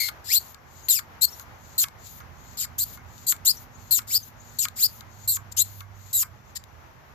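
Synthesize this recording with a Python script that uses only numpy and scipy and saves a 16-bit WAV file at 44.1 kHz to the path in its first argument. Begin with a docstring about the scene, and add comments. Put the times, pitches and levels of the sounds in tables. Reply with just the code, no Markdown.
"""A small hand pump fills a bicycle tyre outdoors, close to a two-port microphone.
Traffic, a hum, a drone and open air lie behind it all; the hum climbs, then sinks near the end.
It begins with a push: air bursts past a fluttering rubber valve, with a chirp that mostly falls.
Most pulls that follow begin with a rising chirp, then air is drawn in with a soft hiss.
The seal rubs and at times squeaks before a next burst; knocks and dry ticks mark the strokes."""
import sys
import numpy as np
from scipy import signal
from scipy.fft import rfft, irfft, next_fast_len
from scipy.io import wavfile
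from scipy.ndimage import uniform_filter1d, map_coordinates

SR = 44100
rng = np.random.default_rng(int(sys.argv[2]) if len(sys.argv) > 2 else 0)


def waveform_to_disk(signal):
    """Save audio, clipped to [-1, 1], as 16-bit WAV at the path in sys.argv[1]."""
    frames = np.transpose(np.atleast_2d(signal))
    scaled = np.clip(frames, -1, 1) * 32767
    samples = np.round(scaled).astype(np.int16)
    wavfile.write(sys.argv[1], SR, samples)


N = 315094
TIME = np.arange(N) / SR
TOP_HZ = 14700  # upper edge of the sound

# Levels in the tables are starting levels: the functions may still shift or balance them.
# distant traffic and open air: (time [s], traffic level [dB], open air level [dB])
DISTANCE = [(0, -51.5, -52.5), (.6, -56, -58), (1.2, -52, -55.5), (2.0, -51, -56.5), (2.9, -48, -56),
            (3.4, -49.5, -55), (4.2, -52.5, -58), (4.8, -51.5, -56), (5.3, -50, -57), (5.8, -53, -58.5),
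            (6.4, -51.5, -59), (7.14, -54.5, -57.5)]
# a distant motor: (time [s], pitch [Hz], level [dB])
MOTOR_HUM = [(0, 83.64, -65), (2.6, 84.3, -58), (3.3, 87.8, -59.5), (3.7, 90.66, -59), (4.1, 107, -52.5),
             (4.9, 106, -65), (5.2, 101.2, -49.5), (5.5, 100, -46), (5.9, 99.33, -48), (6.3, 93.8, -56),
             (6.6, 90, -70)]
# a higher drone: (time [s], pitch [Hz], level [dB])
HIGH_DRONE = [(1.5, 240, -71), (2.7, 249.7, -64.5), (3.8, 242.9, -63.5), (4.7, 236.1, -62.5),
              (5.5, 208, -65), (6.4, 204.7, -82)]
# tone colour of the traffic: (frequency [Hz], level [dB])
TRAFFIC_COLOUR = [(20, -34), (35, -12.5), (55, -3.5), (85, 1), (120, -2.5), (190, -12.5), (245, -16),
                  (290, -27.5), (420, -44), (800, -64.5)]
# tone colour of the open air: (frequency [Hz], level [dB])
AIR_COLOUR = [(110, -17.5), (190, -9), (250, -7.5), (330, -6), (520, -5.5), (850, -0.5), (1300, -3.5),
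              (2000, -8), (3000, -16), (4000, -20.5), (6500, -21.5), (8500, -40.5), (10500, -34),
              (12500, -21), (14500, -26)]
# how alike noise is on the left and right: (frequency [Hz], likeness [0-1])
LEFT_RIGHT_LIKENESS = [(60, 0.5), (150, .75), (300, 0.7), (700, 0.1), (1500, 0)]

# the seal rubs along the barrel: (start [s], length [s], level [dB])
RUB_TIMES = [(.64, 0.26, -51), (1.52, 0.25, -54.5), (1.97, 0.1, -43), (2.32, 0.24, -53.5), (3.05, 0.2, -50),
             (3.7, 0.23, -52.5), (4.35, .235, -52.5), (5.07, 0.19, -51.5), (5.91, 0.21, -51),
             (6.42, 0.085, -58.5)]
RUB_ATTACK_S, RUB_GROWTH_DB_PER_S, RUB_RELEASE_S = 0.14, 12, 0.011
LEAK_DB = -3.5  # air that leaks past the seal during a rub
# tone colour of the rubbing: (frequency [Hz], level [dB])
RUB_COLOUR = [(1500, -15.5), (3000, -11.5), (4200, -3), (5400, -9), (6500, -0.5), (7300, 1), (8300, -18.5),
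              (10500, -36), (12000, -4.5), (14500, -20)]
# air is drawn into the barrel: (start [s], length [s], level [dB])
DRAW_TIMES = [(.33, 0.19, -44.5), (1.22, 0.2, -43.5), (2.04, .15, -43.5), (2.8, .15, -40),
              (3.47, 0.16, -43), (4.13, .155, -43.5), (4.82, 0.17, -44), (5.59, 0.22, -44.5)]
DRAW_ATTACK_S, DRAW_GROWTH_DB_PER_S, DRAW_RELEASE_S = 0.066, -5.5, 0.016
DRAG_DB, DRAG_GROWTH_DB_PER_S = -7.5, -40  # the seal's rubbing during a draw
# tone colour of the drawn air: (frequency [Hz], level [dB])
DRAW_COLOUR = [(2000, -18), (4200, -10.5), (5600, -13), (7200, -12), (8600, -30.5), (10500, -10),
               (12000, -1), (13200, 2), (14600, -3.5)]
# the seal squeaks: (start [s], length [s], first pitch [Hz], last pitch [Hz], level [dB])
SEAL_SQUEAKS = [(0.828, 0.057, 6400, 7240, -39.5), (1.281, 0.019, 5300, 5440, -35.5),
                (1.318, 0.033, 5750, 5550, -38), (3.562, 0.03, 5980, 5700, -40),
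                (3.745, 0.026, 6410, 7200, -46.5), (4.226, 0.019, 6320, 6260, -37.5),
                (4.396, 0.027, 6270, 7340, -44.5), (5.213, 0.056, 6630, 7430, -44)]

# the piston meets a stop: (time [s], level [dB])
STOP_KNOCKS = [(.087, -25), (.5462, -46), (0.9912, -27), (1.3964, -38.5), (1.84, -24), (2.2032, -35.5),
               (2.6484, -42), (2.974, -42.5), (3.323, -25.5), (3.9905, -27), (4.653, -24.5),
               (5.0098, -41.5), (5.3691, -30.5), (5.8066, -32.5), (6.2311, -28)]
# ring of the barrel after a knock: (frequency [Hz], level [dB], time to fade by 60 dB [s])
BARREL_RING = [(1109, -4, 0.1765), (1249, 0.5, 0.11), (1426, -1.5, 0.099), (1614, -6, 0.2),
               (2150, -6, 0.17), (3843, -6, 0.0067)]
# tone colour of a knock's crack: (frequency [Hz], level [dB])
CRACK_COLOUR = [(300, -44), (700, -27), (1300, 2), (2200, -3), (3800, -1.5), (6000, -12.5), (10000, -16)]
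# the check valve snaps: (time [s], level [dB])
VALVE_TICKS = [(0.5454, -29), (0.8849, -15.5), (1.3968, -23.5), (1.8845, -26.5), (2.974, -35.5),
               (3.18, -34.5), (3.324, -15), (3.3646, -32.5), (4.019, -36.5), (4.6848, -20), (5.008, -27.5),
               (5.806, -28), (6.6388, -30.5)]

# tone colour of the pump body: (frequency [Hz], level [dB])
BODY_COLOUR = [(300, -27.5), (1200, -5), (2200, -8.5), (3000, -7), (4300, -3), (5100, -2.5), (6000, -14),
               (7300, 1.5), (8500, -13.5), (9900, -16.5), (11000, -12), (12300, 0), (13300, -2.5),
               (14600, -9.5)]
# tone colour of the pump at the right port: (frequency [Hz], level [dB])
RIGHT_PORT_COLOUR = [(1200, -0.5), (3000, -14.5), (4300, -18), (5000, -17.5), (6100, -8.5), (7300, -16.5),
                     (8500, -8), (9500, -16.5), (11500, -3), (12300, -6.5), (14000, -3.5)]
# tone colour of the air jet: (frequency [Hz], level [dB])
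JET_COLOUR = [(250, -38), (700, -20.5), (2300, -7.5), (3600, 1), (7000, 8.5), (14000, 4)]
# tone colour of the valve lip: (frequency [Hz], level [dB])
LIP_COLOUR = [(1200, -6), (2200, 8.5), (3300, -10.5), (4300, 8.5), (14000, 10)]
# bursts that end a push: (start [s], rise to the crest [s], length [s], crest level [dB],
# fade [dB/s], first pitch [Hz], last pitch [Hz], glide delay [power of time], flutter share [0-1],
# low resonance [dB], middle resonance [dB], right side [dB], detuning of the lip's edges [0-1])
PUSH_BURSTS = [(0, 0.0015, 0.093, -18, 110, 2254, 2098, .3, 0.51, 2, -4, -0.5, 0.051),
               (.885, .022, 0.11, -11.5, 161, 4470, 1954, 1.03, 1, -2.5, -2.5, .5, .05),
               (1.779, 0.012, 0.059, -15.5, 85.6, 4110, 2877, 1.32, 0.76, -2, -3.5, 4.5, .12),
               (2.57, 0.037, 0.08, -22, 160, 4190, 1732, 1.53, 0.7, 2.5, 2, 5, .1),
               (3.265, 0.032, 0.058, -14.5, 170, 4110, 3020, 2.6, 0.6, -5.5, 1, 2.5, 0.15),
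               (3.908, 0.017, 0.08, -12, 140, 4250, 2700, 2.4, 0.82, -4.5, -1.5, 0, 0.073),
               (4.586, .008, .066, -17.5, 91, 3950, 2200, 1.8, .6, -2, 1, 1.5, .11),
               (5.275, 0.015, 0.091, -18, 96.5, 4135, 3100, 3.4, 0.84, -6, 1, 6, 0.074),
               (6.128, 0.025, 0.1, -18, 35, 3860, 2490, 3.5, 0.61, -6.5, -2.5, 6, 0.041)]
# bursts that begin a pull: (start [s], rise to the crest [s], length [s], crest level [dB],
# fade [dB/s], first pitch [Hz], last pitch [Hz], glide delay [power of time], flutter share [0-1],
# low resonance [dB], middle resonance [dB], right side [dB])
PULL_BURSTS = [(0.237, .1, .145, -13.5, 25, 1300, 4196, 2.6, 0.9, 3, -1, 1),
               (1.21, 0.02, 0.043, -12, 25, 3600, 4320, 1.15, 0.64, -0.5, 0.5, -1.5),
               (2.78, .006, 0.059, -21, 25, 2900, 4510, 1.15, .53, -5.5, -1.5, 6),
               (3.448, 0.031, 0.067, -11.5, 160, 2745, 4940, 1.4, 1, 0.5, 4.5, 5),
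               (4.068, 0.09, 0.11, -13.5, 303, 1100, 5000, 1.8, 1, -1, 0, 5.5),
               (4.756, .083, 0.11, -13, 191, 997, 4930, 1.6, 0.96, -1.5, 0.5, 5.5),
               (5.514, 0.0094, 0.013, -33, 100, 2400, 2400, 1, .12, 0, 3.5, -2),
               (5.564, 0.035, 0.061, -12.5, 120, 2850, 3850, 1.5, .8, 4, 5, 1.5),
               (6.55, .018, 0.025, -27.5, 200, 1800, 1850, 1, .16, 6, 4, 3.5)]
# how fast the valve opens and the flow builds up
PUSH_ATTACK_S, PUSH_SWELL_DB_PER_S = 0.0028, 341
PULL_ATTACK_S, PULL_SWELL_DB_PER_S = 0.0099, 319.5


def amp(db):
    """Turn decibels into a gain."""
    return 10 ** (np.asarray(db) / 20)


def unit(x):
    """Scale to an average (rms) strength of 1."""
    return x / np.sqrt(np.mean(x ** 2) + 1e-20)


def along(points, hz):
    """Read a curve of (frequency, value) points, with frequency on a log axis."""
    f, v = np.transpose(points)
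    return np.interp(np.log(hz + 1), np.log(f + 1), v)


def curves(rows):
    """Give one value per sample for each column after the time."""
    s, *columns = np.transpose(rows)
    return [np.interp(TIME, s, column) for column in columns]


def wobble(rate, size=N):
    """A random curve that drifts smoothly between rate points a second."""
    points = rng.standard_normal(int(size * rate / SR) + 4)
    return map_coordinates(points, [np.arange(size) * rate / SR])


def filtered(x, response):
    """Change the strength (and timing) of each frequency in x."""
    size = x.shape[-1]
    padded = next_fast_len(size + 4096)
    spectrum = rfft(x, padded) * response(np.fft.rfftfreq(padded, 1 / SR))
    return irfft(spectrum, padded)[..., :size]


def coloured(x, colour):
    """Give x a tone colour of (frequency, level) points."""
    return filtered(x, lambda hz: amp(along(colour, hz)))


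def noise(colour):
    """Stereo noise of rms 1, partly alike in the bass and unrelated in the treble."""
    def mid_and_side(hz):
        turn = np.arccos(np.clip(along(LEFT_RIGHT_LIKENESS, hz), -1, 1)) / 2
        return amp(along(colour, hz)) * [np.cos(turn), np.sin(turn)]

    mid, side = filtered(rng.standard_normal((2, N)), mid_and_side)
    return unit(np.array([mid + side, mid - side]))


def add(track, s, sound):
    """Mix a sound into a track at s seconds."""
    part = track[..., max(0, round(s * SR)):][..., :sound.shape[-1]]
    part += sound[..., :part.shape[-1]]


def flutter(hz, jitter, shimmer_db, slope_db=-1, count=6):
    """A tone of count harmonics, unsteady in pitch and strength."""
    size = len(hz)
    phase = 2 * np.pi * np.cumsum(hz * (1 + jitter * wobble(1400, size))) / SR
    tone = np.zeros(size)
    for k in range(1, count + 1):
        level = slope_db * k + shimmer_db * wobble(260, size) + 1.9 * wobble(45, size)
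        tone += amp(level) * (k * hz < TOP_HZ) * np.sin(k * phase)
    return unit(tone)


def gate(t, length, attack, release):
    """Opens over the attack, holds, and dies away after the length."""
    return np.minimum(t / attack, 1) * np.exp(-np.maximum(t - length, 0) / release)


def far_port(x, lag_ms=0.48):
    """The right port hears the pump later and shaded by the hand."""
    def response(hz):
        delay = np.exp(-2j * np.pi * hz * lag_ms / 1e3)
        return amp(along(RIGHT_PORT_COLOUR, hz)) * delay

    return filtered(x, response)


def background(pump, air_db=5.0, turn_down_db=-12):
    """Traffic, a motor, a drone and open air; the air layer is turned down while the pump is loud."""
    traffic_db, open_air_db = curves(DISTANCE)
    motor_hz, motor_db = curves(MOTOR_HUM)
    motor_phase = 2 * np.pi * np.cumsum(motor_hz * (1 + .012 * wobble(21))) / SR
    motor = amp(motor_db + wobble(5.3)) * unit(np.sin(motor_phase))
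    drone_hz, drone_db = curves(HIGH_DRONE)
    drone = amp(drone_db) * flutter(drone_hz, jitter=.06, shimmer_db=3.0, count=1)
    traffic = amp(traffic_db) * noise(TRAFFIC_COLOUR)
    low = (traffic + motor) * amp([[-7], [3]]) + drone  # left, right [dB]
    # loudness of the pump on the left over the last 900 samples (about 20 ms)
    loudness = np.sqrt(np.abs(signal.lfilter(np.ones(900) / 900, 1, pump[0] ** 2)))
    turn_down = turn_down_db * loudness / (loudness + amp(-27))
    air = amp(open_air_db + air_db + turn_down + 1.1 * wobble(14)) * noise(AIR_COLOUR)
    return low + air * amp([[1.2], [-1.2]])


def yard(x, t60=0.11, size=8000):
    """Wheel, ground and wall return a short diffuse tail."""
    t = np.arange(size) / SR
    tail = rng.standard_normal((2, size)) * amp(-60 * t / t60) * (1 - np.exp(-t / 0.018))
    # the left side of the sound feeds both sides of the tail
    return signal.fftconvolve(x[:1], tail / np.linalg.norm(tail[0]), axes=1)[:, :N]


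def slides(rows, attack, growth, release):
    """Gain of the slides: each rises, drifts steadily in dB a second, and dies away."""
    gain, t = np.zeros(N), np.arange(SR // 2) / SR
    for start, length, db in rows:
        level = db + growth * (np.minimum(t, length) - length / 2)
        add(gain, start, amp(level) * gate(t, length, attack, release))
    return gain


def piston(rub_db=-2, whistle_db=-6, whistle_hz=6300, rise_hz_per_db=55, unsteady_db=1.5, rest_db=-68):
    """The rubbing seal hisses and whistles, higher when stronger; air is drawn in behind it."""
    pushing = slides(RUB_TIMES, RUB_ATTACK_S, RUB_GROWTH_DB_PER_S, RUB_RELEASE_S)
    dragging = slides(DRAW_TIMES, DRAW_ATTACK_S, DRAG_GROWTH_DB_PER_S, DRAW_RELEASE_S)
    friction = pushing + amp(DRAG_DB) * dragging + amp(rest_db)
    friction_db = 20 * np.log10(friction) + unsteady_db * wobble(14)
    pitch = whistle_hz + rise_hz_per_db * (friction_db + 60)
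    whistle = flutter(pitch, jitter=0.055, shimmer_db=4.5, count=1)
    rub = amp(rub_db) * noise(RUB_COLOUR) + amp(whistle_db) * whistle
    rubbing = amp(friction_db + 0.83 * wobble(60)) * rub * amp([[0], [-11]])
    flow = slides(DRAW_TIMES, DRAW_ATTACK_S, DRAW_GROWTH_DB_PER_S, DRAW_RELEASE_S)
    flow = flow + amp(LEAK_DB) * pushing
    drawing = flow * amp(1.2 * wobble(96)) * noise(DRAW_COLOUR) * amp([[0], [-5.5]])
    return rubbing + drawing


def squeaks(jitter=.006):
    """The seal sings briefly as it slides, as a single gliding tone."""
    out = np.zeros(N)
    for s, length, first_hz, last_hz, db in SEAL_SQUEAKS:
        size = int(length * SR)
        hz = np.linspace(first_hz, last_hz, size) * (1 + jitter * wobble(900, size))
        swell = np.sqrt(np.hanning(size).clip(0))
        add(out, s, amp(db) * swell * np.sin(2 * np.pi * np.cumsum(hz) / SR))
    return np.array([out, far_port(out)])


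def knocks(ring_db=-8.5, crack_db=3, hardness=1.0):
    """A stop cracks and rings the barrel; the hand keeps the ring weaker, for its level, on hard stops."""
    out, t = np.zeros((2, N)), np.arange(SR // 6) / SR
    impact = amp(-60 * t / .017) * np.minimum(t / .0004, 1)
    for s, db in STOP_KNOCKS:
        ring = np.zeros((2, len(t)))
        for hz, level, t60 in BARREL_RING:
            fade = amp(level + rng.normal(0, 1.9) - 60 * t / t60)
            start_phase = rng.uniform(0, np.pi, (2, 1))
            phase = 2 * np.pi * hz * rng.normal(1, 0.015) * t + wobble(330, len(t)) + start_phase
            ring += fade * np.sin(phase)
        ring *= 1 - np.exp(-t / 0.00085)
        # hard stops crack; soft ones mostly ring
        crack = unit(coloured(rng.standard_normal((2, len(t))), CRACK_COLOUR))
        crack = crack * impact * amp(hardness * (db + 26.0))
        add(out, s, amp(db) * (amp(ring_db - 0.5 * (db + 35)) * ring + amp(crack_db) * crack))
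    return out * amp([[.5], [-.5]])


def ticks(tick_db=-3, t60=0.013):
    """The check valve seats with a small dry snap: a very short piece of coloured noise."""
    out, t = np.zeros(N), np.arange(SR // 20) / SR
    colour = [(300, -42.0), (700, -20.5), (1500, -13.5), (4100, -1.0),
              (5600, -10.5), (7200, -0.5), (9000, -20.5), (12500, -8.0)]  # (frequency [Hz], level [dB])
    for s, db in VALVE_TICKS:
        snap = unit(coloured(rng.standard_normal(len(t)), colour))
        add(out, s, amp(db + tick_db - 60 * t / t60) * snap)
    return np.array([out, amp(-4.0) * far_port(out)])


def lip(hz, spread, edge_db, jitter=0.01, swing_db=5):
    """The edges of the valve lip flap a little faster and slower than its middle."""
    edges = np.zeros(len(hz))
    for side in (-1, 1):
        swing = amp(edge_db + swing_db * wobble(40, len(hz)))
        edges += swing * flutter(hz * (1 + side * spread), jitter, shimmer_db=3.5)
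    return unit(flutter(hz, jitter, shimmer_db=2) + edges)


def two_ports(a, b, apart=1.0):
    """The right port hears part of what the left one hears, and part of its own."""
    return np.array([a, unit(a + apart * b)])


def burst(hz, db, share, low_db, middle_db, right_db, spread, edge_db, breakup, onset_db=-32, range_db=12):
    """Air breaks through the valve: the fluttering lip and a jet hiss sound through the pump body."""
    lips = two_ports(lip(hz, spread, edge_db), lip(hz, spread, edge_db))
    jets = two_ports(*rng.standard_normal((2, len(hz))) * amp(0.4 * wobble(500, len(hz))))
    # a weak flow only hisses; a strong one sets the lip fluttering
    strength = np.clip((db - onset_db) / range_db, 0, 1)
    sing = np.clip(share * strength, 0, .9)
    # where the stroke is slow (low pitch), the flutter breaks up into hiss
    sing = sing * (hz / hz.max()) ** breakup
    air = np.sqrt(sing) * coloured(lips, LIP_COLOUR) + np.sqrt(1 - sing) * coloured(jets, JET_COLOUR)
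    # the grip changes how strongly each resonance speaks
    grip = [(4900, low_db), (6600, middle_db), (8600, middle_db), (11000, 0)]
    sound = coloured(coloured(air, BODY_COLOUR), grip)
    # the flow sets the loudness, whichever resonance the flutter passes
    left, right = sound / np.sqrt(np.abs(uniform_filter1d(sound ** 2, size=500)) + 1e-12)
    # as the pump sways to the right, that port hears it louder and sooner
    lag_ms = np.clip(.42 - 0.0664 * right_db, 0, .46)
    right = amp(right_db) * far_port(right, lag_ms)
    return np.array([left, right]) * amp(db)


def valve_open(length, tail=.011):
    """Times since a burst began, and its progress from 0 to 1."""
    t = np.arange(int((length + tail) * SR)) / SR
    return t, np.minimum(t / length, 1)


def crest_shape(t, crest, swell, fade):
    """Level in dB: up to the crest and down again at steady rates."""
    return np.minimum(swell * (t - crest), fade * (crest - t))


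def pulls(release=0.003):
    """A pull opens the valve gently; the flutter mostly climbs and levels off as the piston gains speed."""
    out = np.zeros((2, N))
    for start, rise, length, db, fade, first_hz, last_hz, delay, *settings in PULL_BURSTS:
        t, progress = valve_open(length)
        hz = last_hz + (first_hz - last_hz) * (1 - progress ** delay) ** 2
        level = db + crest_shape(t, rise, PULL_SWELL_DB_PER_S, fade)
        sound = burst(hz, level, *settings, spread=.07, edge_db=-5.5, breakup=0.97)
        add(out, start, gate(t, length, PULL_ATTACK_S, release) * sound)
    return out


def pushes(release=0.0052):
    """A push pops the valve open; as the piston slows, the flutter falls, mostly ever faster."""
    out = np.zeros((2, N))
    for start, rise, length, db, fade, first_hz, last_hz, delay, *settings in PUSH_BURSTS:
        t, progress = valve_open(length)
        hz = first_hz + (last_hz - first_hz) * progress ** delay
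        level = db + crest_shape(t, rise, PUSH_SWELL_DB_PER_S, fade)
        sound = burst(hz, level, *settings, edge_db=-4.5, breakup=1.7)
        add(out, start, gate(t, length, PUSH_ATTACK_S, release) * sound)
    return out


def scene():
    """The pump with its short echo, in front of the distance."""
    pump = piston() + squeaks() + knocks() + ticks() + pulls() + pushes()
    return background(pump) + amp([[-21], [-24]]) * yard(pump) + pump


def record(dry):
    """Cuts the sound off steeply above its upper edge."""
    return filtered(dry, lambda hz: 1 / np.sqrt(1 + (hz / TOP_HZ) ** 200))


dry = scene()
out = record(dry)
waveform_to_disk(out)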